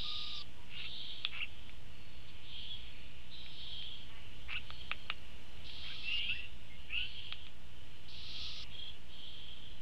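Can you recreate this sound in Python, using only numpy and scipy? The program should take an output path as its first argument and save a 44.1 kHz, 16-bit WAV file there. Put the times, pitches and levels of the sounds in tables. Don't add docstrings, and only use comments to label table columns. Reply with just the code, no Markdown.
import sys
import numpy as np
from scipy import signal
from scipy.fft import rfft, irfft
from scipy.io import wavfile
from scipy.ndimage import uniform_filter1d

SR = 44100
rng = np.random.default_rng(int(sys.argv[2]) if len(sys.argv) > 2 else 0)


def materialize(psi):
    bounded = np.clip(np.atleast_2d(psi).T, -1, 1)
    quanta = np.round(bounded * 32767).astype(np.int16)
    wavfile.write(sys.argv[1], SR, quanta)


N = 432621


# .., windpipe f/Hz, onset level/dB, loudest level/dB, closing level/dB,
# first mode level/dB, upper modes level/dB, middle mode level/dB, blur (scales the widths)
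NEAR_RASP_CALLS = [(-0.1, 0.1, 0.428, 1218, -50, -44, -52, -15, -11, -8, .65),
                   (5.642, 6.1, 6.2, 1270, -58, -55, -56, -17, -13, 1, 1.1),
                   (8.08, 8.44, 8.645, 1285, -59, -49, -55, -20, -11, -1, 1.2)]
# multiple of the windpipe pitch, width at blur 1 f/Hz, level/dB
WINDPIPE_MODES = [(1.999, 250, -18.5), (2.55, 546, 0.5), (3.1, 710, 2), (3.599, 500, -12), (4, 676, 2),
                  (4.7, 800, -17.5), (6, 1500, -23)]
FIRST_MODE_WIDTH_HZ, FIRST_MODE_ROUGH = 110, .6
CLOSING_SAG, CLOSING_S, CLOSING_LIFT_DB = .06, .05, 7
VOICE_LAG_S, VOICE_LAG_DB = .14, -14
UPPER_GROWTH_DB = 3.5
# lasting t/s, from f/Hz, to f/Hz, level/dB beside the rasp
OPENING, SHUTTING = (.035, 3270, 5760, -4), (.085, 5600, 3700, -7)
BEAK_WIDTH_HZ = 450

# .., start f/Hz, loudest f/Hz, end f/Hz, root level/dB, octave level/dB, roughness 0-1
SQUEAL_CALLS = [(5.89, 5.93, 5.96, 1120, 1230, 1220, -72, -51, .45),
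                (6.03, 6.13, 6.27, 1290, 1410, 1410, -78, -39.5, .3),
                (6.14, 6.21, 6.38, 1420, 1540, 1700, -78, -38.5, .4),
                (6.278, 6.305, 6.34, 1300, 1430, 1560, -58, -39.5, .1),
                (6.893, 6.98, 7.09, 1170, 1450, 1570, -61, -37.5, .15)]
SQUEAL_ONSET_DB, SQUEAL_RELEASE_DB = 16, 15
CHIRP_CALLS = [(0.838, 0.858, 0.87, 1180, 1360, 1300, -61, -47, .45),
               (1.403, 1.425, 1.447, 1100, 1480, 1120, -54, -39, .3),
               (4.538, 4.566, 4.585, 1065, 1500, 1210, -49, -40, .3),
               (5.88, 5.91, 5.93, 1220, 1580, 1620, -57, -56, .3),
               (6.33, 6.365, 6.395, 1560, 1986, 1350, -53, -50, .2)]
CHIRP_ONSET_DB, CHIRP_RELEASE_DB = 2, 11
THROAT_HZ, THROAT_WIDTH_HZ, PITCH_DB_PER_OCTAVE = 2650, 800, 24
HOARSE_WIDTH_HZ, LEAST_ROUGH = 280, .28
STRAND_HZ, STRAND_DEPTH = 210, .3

# .., start f/Hz, end f/Hz, root level/dB, octave level/dB,
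# third multiple level/dB
SQUAWK_CALLS = [(0.69, 0.815, 0.84, 1380, 1460, -63, -49, -68),
                (1.31, 1.385, 1.405, 1300, 1400, -58, -44.5, -68),
                (4.475, 4.535, 4.548, 1150, 1380, -53, -45, -58),
                (5.825, 5.88, 5.9, 1020, 1400, -66, -53, -62)]
SQUAWK_ONSET_DB, SQUAWK_RELEASE_DB = 9, 3
FLUTTER_SHARE, FLUTTER_DEPTH = .23, .8
SQUAWK_ROUGH, SQUAWK_HALO_HZ = .7, 380

# t/s, peak level/dB before echo and filter, pitch f/Hz, low knock level/dB
BILL_SNAPS = [(1.249, -17.5, 3420, -17), (1.694, -38, 2300, -22), (2.76, -51, 3230, -15),
              (3.462, -38, 2380, -17), (3.824, -37, 3150, -26), (4.704, -32, 3310, -2.5),
              (4.914, -18.5, 2480, -4.5), (5.1, -20.5, 2840, -8), (5.573, -46.5, 2790, -27),
              (5.696, -38, 3280, -26), (7.324, -26, 3240, -14), (7.467, -37.5, 3070, -16)]
# f/Hz, level/dB, time to fall 60 dB t/s
BILL_MODES = [(2560, -7, 0.015), (3550, -4.5, 0.0089), (4600, -37, .006)]
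# f/Hz, level/dB, time to fall 60 dB t/s
KNOCK_MODES = [(820, 0.5, 0.0052), (1220, 0.5, 0.013)]
SNAP_T60_S, SNAP_RISE_S = .008, .0005
SNAP_ECHO_S, SNAP_ECHO_DB = .0021, -14
SNAP_LOW_HZ, SNAP_TOP_HZ = 476, 5100

# .., onset drop level/dB, release drop level/dB, low band f/Hz, middle band f/Hz,
# low band level/dB, middle band level/dB, top band level/dB, blur (scales the widths)
FAR_RASP_CALLS = [(0.76, 0.99, 1.36, 9, 12, 3170, 3690, -51, -50, -60, .67),
                  (2.27, 2.3, 2.32, 6, 6, 3400, 3750, -64, -62, -70, .73),
                  (2.42, 2.66, 2.93, 16, 14, 3200, 3550, -54, -57, -65, .86),
                  (3.3, 3.37, 3.58, 10, 2, 3160, 3800, -62, -54, -76, .6),
                  (3.42, 3.8, 4.12, 16, 16, 3220, 3680, -51, -56, -63, .7),
                  (4.6, 4.8, 5.15, 12, 14, 3100, 3660, -57, -65, -68, .7),
                  (5.72, 5.9, 6.06, 10, 8, 3220, 3600, -52, -66, -76, .5),
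                  (6.15, 6.33, 6.5, 16, 14, 2850, 3450, -52, -56, -72, 1.1),
                  (6.94, 7.18, 7.52, 13, 14, 3120, 3600, -51.5, -60, -64, 1),
                  (8.69, 8.85, 8.97, 10, 16, 3290, 3600, -51, -63, -72, .4),
                  (9.08, 9.3, 9.78, 12, 9, 3200, 3650, -53.5, -63, -71, .7)]
FAR_WIDTHS_HZ, FAR_TOP_HZ = (420, 650, 470), 4320
FAR_DARKEN_DB = 6
FAR_RISE, FAR_PATCHY_DB, FAR_PATCH_HZ = .015, 2, 14

# .., start f/Hz, end f/Hz, level/dB
HISS_CALLS = [(3.33, 3.55, 3.85, 5000, 5080, -72), (4.55, 4.575, 4.586, 3200, 4000, -53),
              (6.2, 6.3, 6.42, 4400, 5150, -66)]
HISS_EDGE_DB = 6
# .., start f/Hz, loudest f/Hz, end f/Hz, level/dB, roughness 0-1
WHISTLE_CALLS = [(0.56, 0.6, 0.68, 960, 964, 965, -66, .1), (2.68, 2.735, 2.78, 3440, 3330, 3270, -45, .1),
                 (6.06, 6.1, 6.14, 1920, 2050, 2170, -59, .2),
                 (6.15, 6.21, 6.27, 2130, 2330, 2450, -52, .4),
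                 (6.23, 6.315, 6.36, 2350, 2680, 2800, -44, .3),
                 (6.34, 6.39, 6.48, 2550, 2700, 2800, -50, .7),
                 (6.37, 6.41, 6.47, 1900, 1960, 1980, -63, .5),
                 (6.69, 6.72, 6.775, 2140, 2125, 2140, -60, .1),
                 (6.88, 6.92, 6.96, 1690, 1850, 1924, -62, .3),
                 (6.95, 7.0, 7.07, 2520, 2640, 2750, -45, .6),
                 (8.72, 8.84, 8.95, 3290, 3290, 3250, -56, .3)]
WHISTLE_EDGE_DB = 12
# .., pitch f/Hz, level/dB, beat depth 0-1
TRILL_CALLS = [(1.9, 2.1, 2.28, 4330, -70, .25), (2.81, 2.95, 3.13, 4340, -71, .7),
               (4.95, 5.05, 5.22, 4300, -70, 1), (5.36, 5.5, 5.6, 4100, -72, .2),
               (6.75, 6.82, 6.9, 4130, -77, .3), (7.85, 7.95, 8.06, 4150, -74, .3),
               (8.72, 8.79, 8.93, 4090, -63, .5), (9.68, 9.76, 9.83, 4040, -72, 0)]
TRILL_RATE_HZ, TRILL_WIDTH_HZ, TRILL_EDGE_DB = 27, 150, 4
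# .., start f/Hz, loudest f/Hz, end f/Hz, level/dB
QUACK_CALLS = [(4.05, 4.14, 4.28, 212, 228, 221, -75)]
# f/Hz, width f/Hz, level/dB
QUACK_RESONANCES = [(1020, 350, 5.5), (2100, 640, 6.5)]
QUACK_EDGE_DB = 14

LEAVES_T60_S, LEAVES_DB = 0.1, -6.5
# t/s, level/dB
FLOCK_LEVELS = [(0.0, -60), (0.3, -61), (0.55, -71), (1.26, -65), (1.83, -70), (2.7, -64), (3.3, -68),
                (4.2, -65.5), (5.22, -69), (5.65, -69), (6.1, -62), (6.6, -69), (7.1, -62), (7.6, -73),
                (8.3, -65), (8.75, -65), (9.05, -72), (9.4, -67), (9.81, -69)]
# f/Hz, width f/Hz, level/dB added to the flock's level
FLOCK_BANDS = [(2650, 580, 2.5), (2973, 310, 3), (3380, 480, -0.5), (4150, 425, -12)]
# f/Hz, relative level/dB per Hz
AIR_SPECTRUM = [(15, 1), (30, -5.5), (65, -3), (100, -8), (160, -16.5), (310, -21), (630, -24.5),
                (1300, -27.5), (2200, -27.5), (4500, -34), (6300, -39), (10000, -45), (13000, -49.5),
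                (15700, -50.5)]
AIR_DB = -54.5
AIR_SWELL_S, AIR_SWELL_WIDTH_S, AIR_SWELL_DB = 5.6, 1.6, 1.2

MAINS_HZ = 59.94
# level/dB of each multiple in turn, from the first
HUM_LEVELS = [-67, -67.5, -71.5, -74.5, -80, -82, -86, -92, -88.5, -88, -85.5]
# f/Hz, level/dB
WHINE_LINES = [(1914, -81), (6667, -97), (7681, -97), (7800, -99), (7920, -95), (13333, -98)]
OFFSET, TOP_HZ = .0203, 15700


def undb(db):
    return 10 ** (np.asarray(db) / 20)


def wander(count, width_hz):
    settle = 2000
    noise = rng.standard_normal((count + settle, 2)) @ [1, 1j]
    lowpass = signal.bessel(3, width_hz / 2, fs=SR, output="sos", norm="mag")
    noise = signal.sosfilt(lowpass, noise)[settle:]
    return noise / np.sqrt(np.mean(abs(noise) ** 2))


def turn(hz):
    return np.sqrt(2) * np.exp(2j * np.pi * np.cumsum(hz) / SR)


def band(hz, width_hz):
    return (turn(hz) * wander(len(hz), width_hz)).real


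def hoarse(hz, rough, width_hz):
    rough = np.clip(rough, 0, 1)
    mix = np.sqrt(1 - rough) + np.sqrt(rough) * wander(len(hz), width_hz)
    return (turn(hz) * mix).real


def walk(rate):
    hold = int(SR / rate)
    steps = np.repeat(rng.standard_normal(N // hold + 1), hold)
    smooth = uniform_filter1d(uniform_filter1d(steps, hold), hold)
    return 1.3 * smooth[:N]


def glide(x, first, middle, last):
    return np.interp(x, [-1, 0, 1], [first, middle, last])


def even_glide(since, left, first, last):
    return first + (last - first) * since / (since + left)


def swell(x, onset_db, release_db):
    return -x ** 2 * np.where(x < 0, onset_db, release_db)


def play(calls, rule, fade_s=0.002):
    out = np.zeros(N)
    for start, loudest, end, *columns in calls:
        i = np.arange(max(int(start * SR), 0), min(int(end * SR), N))
        since, left = i / SR - start, end - i / SR
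        x = np.interp(i / SR, [start, loudest, end], [-1, 0, 1])
        fade = np.clip(np.minimum(since, left) / fade_s, 0, 1)
        out[i] += fade * rule(x, since, left, *columns)
    return out


def near_rasp(hz, db, first_db, upper_db, middle_db, blur):
    first = hoarse(hz, FIRST_MODE_ROUGH * blur ** 2, FIRST_MODE_WIDTH_HZ * blur)
    rasp = undb(first_db) * first
    lifts_db = [0, middle_db, 0, 0, upper_db, upper_db, upper_db]
    for (multiple, width_hz, mode_db), lift_db in zip(WINDPIPE_MODES, lifts_db):
        rasp = rasp + undb(mode_db + lift_db) * band(multiple * hz, width_hz * blur)
    return undb(db) * rasp


def beak_sweep(gone, from_hz, to_hz):
    gone = np.clip(gone, 0, 1)
    sweep = band(from_hz + (to_hz - from_hz) * gone ** 1.8, BEAK_WIDTH_HZ)
    return np.sqrt(np.sin(np.pi * gone)) * sweep


def near_call(x, since, left, hz, onset_db, top_db, end_db, first_db, upper_db, middle_db, blur):
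    shut = np.exp(-left / CLOSING_S)
    db = glide(x, onset_db, top_db, end_db)
    first_db = first_db + VOICE_LAG_DB * (since < VOICE_LAG_S) + CLOSING_LIFT_DB * shut
    upper_db = upper_db + UPPER_GROWTH_DB * x + CLOSING_LIFT_DB * shut
    out = near_rasp(hz * (1 - CLOSING_SAG * shut), db, first_db, upper_db, middle_db, blur)

    open_s, from_hz, to_hz, beside_db = OPENING
    out += undb(db + beside_db) * beak_sweep(since / open_s, from_hz, to_hz)
    shut_s, from_hz, to_hz, beside_db = SHUTTING
    out += undb(db + beside_db) * beak_sweep(1 - left / shut_s, from_hz, to_hz)
    return out


def squeal(hz, db, octave_db, rough):
    root = hoarse(hz, rough, HOARSE_WIDTH_HZ)
    beat = 1 + STRAND_DEPTH * turn(np.full(len(hz), STRAND_HZ)).real
    octave = beat * hoarse(2 * hz, np.maximum(rough, LEAST_ROUGH), 1.55 * HOARSE_WIDTH_HZ)
    return undb(db) * root + undb(octave_db) * octave


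def cry(onset_db, release_db):
    def rule(x, since, left, first_hz, top_hz, last_hz, db, octave_db, rough):
        hz = glide(x, first_hz, top_hz, last_hz)
        level_db = swell(x, onset_db, release_db)
        throat_db = -10 * ((2 * hz - THROAT_HZ) / THROAT_WIDTH_HZ) ** 2
        root_db = db + level_db + PITCH_DB_PER_OCTAVE * np.log2(hz / top_hz)
        return squeal(hz, root_db, octave_db + level_db + throat_db, rough)
    return rule


def squawk(hz, *levels_db):
    flutter = np.exp(FLUTTER_DEPTH * turn(FLUTTER_SHARE * hz).real)
    voice = sum(undb(db) * hoarse(k * hz, SQUAWK_ROUGH, k * SQUAWK_HALO_HZ)
                for k, db in enumerate(levels_db, start=1))
    return voice * flutter / np.sqrt(np.mean(flutter ** 2))


def squawk_call(x, since, left, first_hz, last_hz, *levels_db):
    level_db = swell(x, SQUAWK_ONSET_DB, SQUAWK_RELEASE_DB)
    return squawk(even_glide(since, left, first_hz, last_hz), *(db + level_db for db in levels_db))


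def ring(t, hz, db, t60):
    return undb(db) * np.sin(2 * np.pi * hz * t) * 1000 ** (-t / max(t60, .002))


def snaps():
    t = np.arange(2000) / SR
    out = np.zeros(N + len(t))
    bill = sum(ring(t, *mode) for mode in BILL_MODES)
    knock = sum(ring(t, *mode) for mode in KNOCK_MODES)
    rise = np.minimum(t / SNAP_RISE_S, 1) ** 2
    for start, db, hz, knock_db in BILL_SNAPS:
        clap = rise * (ring(t, hz, 0, SNAP_T60_S) + bill + undb(knock_db) * knock)
        i = int(start * SR)
        out[i:i + len(t)] -= undb(db) * clap / abs(clap).max()
    out = out + undb(SNAP_ECHO_DB) * np.roll(out, int(SNAP_ECHO_S * SR))
    bandpass = signal.butter(6, [SNAP_LOW_HZ, SNAP_TOP_HZ], "band", fs=SR, output="sos")
    return signal.sosfilt(bandpass, out[:N])


def far_rasp(bands_hz, levels_db, blur):
    return sum(undb(db) * band(hz, width_hz * blur)
               for hz, db, width_hz in zip(bands_hz, levels_db, FAR_WIDTHS_HZ))


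def far_call(x, since, left, onset_db, release_db, low_hz, middle_hz, low_db, middle_db, top_db, blur):
    levels_db = []
    for db in (low_db, middle_db - FAR_DARKEN_DB * x, top_db - FAR_DARKEN_DB * x):
        patches_db = FAR_PATCHY_DB * np.sqrt(2) * wander(len(x), FAR_PATCH_HZ).real
        levels_db.append(db + swell(x, onset_db, release_db) + patches_db)
    bands_hz = low_hz * (1 + FAR_RISE * x), middle_hz * (1 - FAR_RISE * x), np.full(len(x), FAR_TOP_HZ)
    return far_rasp(bands_hz, levels_db, blur)


def hiss_call(x, since, left, first_hz, last_hz, db):
    hz = even_glide(since, left, first_hz, last_hz)
    return undb(db + swell(x, HISS_EDGE_DB, HISS_EDGE_DB)) * band(hz, BEAK_WIDTH_HZ)


def whistle_call(x, since, left, first_hz, top_hz, last_hz, db, rough):
    line = hoarse(glide(x, first_hz, top_hz, last_hz), np.maximum(rough, LEAST_ROUGH), HOARSE_WIDTH_HZ)
    return undb(db + swell(x, WHISTLE_EDGE_DB, WHISTLE_EDGE_DB)) * line


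def trill(x, since, left, hz, db, depth):
    beat = (1 + depth * np.sin(2 * np.pi * TRILL_RATE_HZ * since)) ** 2 / (1 + depth)
    level = undb(db + swell(x, TRILL_EDGE_DB, TRILL_EDGE_DB))
    return level * beat * band(np.full(len(x), hz), TRILL_WIDTH_HZ)


def throat(hz):
    return sum(undb(db) / (1 + ((hz - centre_hz) / width_hz) ** 2) ** 2
               for centre_hz, width_hz, db in QUACK_RESONANCES)


def quack_call(x, since, left, first_hz, top_hz, last_hz, db):
    hz = glide(x, first_hz, top_hz, last_hz)
    voice = sum(throat(k * hz) * hoarse(k * hz, 0.29, 86) for k in range(3, 13))
    return undb(db + swell(x, QUACK_EDGE_DB, QUACK_EDGE_DB)) * voice


def leaves(x):
    t = np.arange(int(.3 * SR)) / SR
    tail = band(np.full(len(t), 2700.), 1600)
    tail = tail * 1000 ** (-t / LEAVES_T60_S) * np.minimum(t / 0.0013, 1)
    tail = .5 * tail / np.sqrt(2 * np.sum(tail ** 2))
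    return x + undb(LEAVES_DB) * signal.fftconvolve(x, tail)[:N]


def chorus():
    flock_db = np.interp(np.arange(N) / SR, *np.transpose(FLOCK_LEVELS))
    out = np.zeros(N)
    for hz, width_hz, db in FLOCK_BANDS:
        level = undb(flock_db + db + 1.84 * walk(9))
        out += level * band(hz * (1 + .03 * walk(4)), width_hz)
    return out


def air():
    hz, db = np.transpose(AIR_SPECTRUM)
    f = np.fft.rfftfreq(N, 1 / SR)
    shape = undb(np.interp(np.log(f + 1), np.log(hz), db))
    noise = rfft(rng.standard_normal(N)) * shape
    low = 1 / (1 + (f / 110) ** 4)
    rumble = irfft(noise * low, N) * undb(2.0 * walk(3.9))
    hiss = irfft(noise * (1 - low), N) * undb(.4 * walk(1))
    x = rumble + hiss
    bump = np.exp(-((np.arange(N) / SR - AIR_SWELL_S) / AIR_SWELL_WIDTH_S) ** 2)
    return undb(AIR_DB + AIR_SWELL_DB * bump) * x / x.std()


def scene():
    rasps = play(NEAR_RASP_CALLS, near_call, fade_s=0.008)
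    rasps += play(FAR_RASP_CALLS, far_call, fade_s=0.02)
    rasps += play(HISS_CALLS, hiss_call, fade_s=.01)
    cries = play(SQUEAL_CALLS, cry(SQUEAL_ONSET_DB, SQUEAL_RELEASE_DB))
    cries += play(CHIRP_CALLS, cry(CHIRP_ONSET_DB, CHIRP_RELEASE_DB))
    cries += play(SQUAWK_CALLS, squawk_call, fade_s=0.014)
    others = play(WHISTLE_CALLS, whistle_call, fade_s=.005)
    others += play(TRILL_CALLS, trill, fade_s=0.015)
    others += play(QUACK_CALLS, quack_call, fade_s=0.025)
    in_tree = leaves(rasps + cries + others + snaps())
    return (in_tree + chorus() + air())[None]


def record(dry):
    t = np.arange(N) / SR
    lines = [(k * MAINS_HZ, db) for k, db in enumerate(HUM_LEVELS, start=1)] + list(WHINE_LINES)
    hum = np.zeros(N)
    for hz, db in lines:
        hum += undb(db) * np.sqrt(2) * np.cos(2 * np.pi * (hz * t + rng.random()))
    lowpass = signal.ellip(10, .2, 70, TOP_HZ, fs=SR, output="sos")
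    return signal.sosfilt(lowpass, dry + hum) + OFFSET


dry = scene()
out = record(dry)
materialize(out)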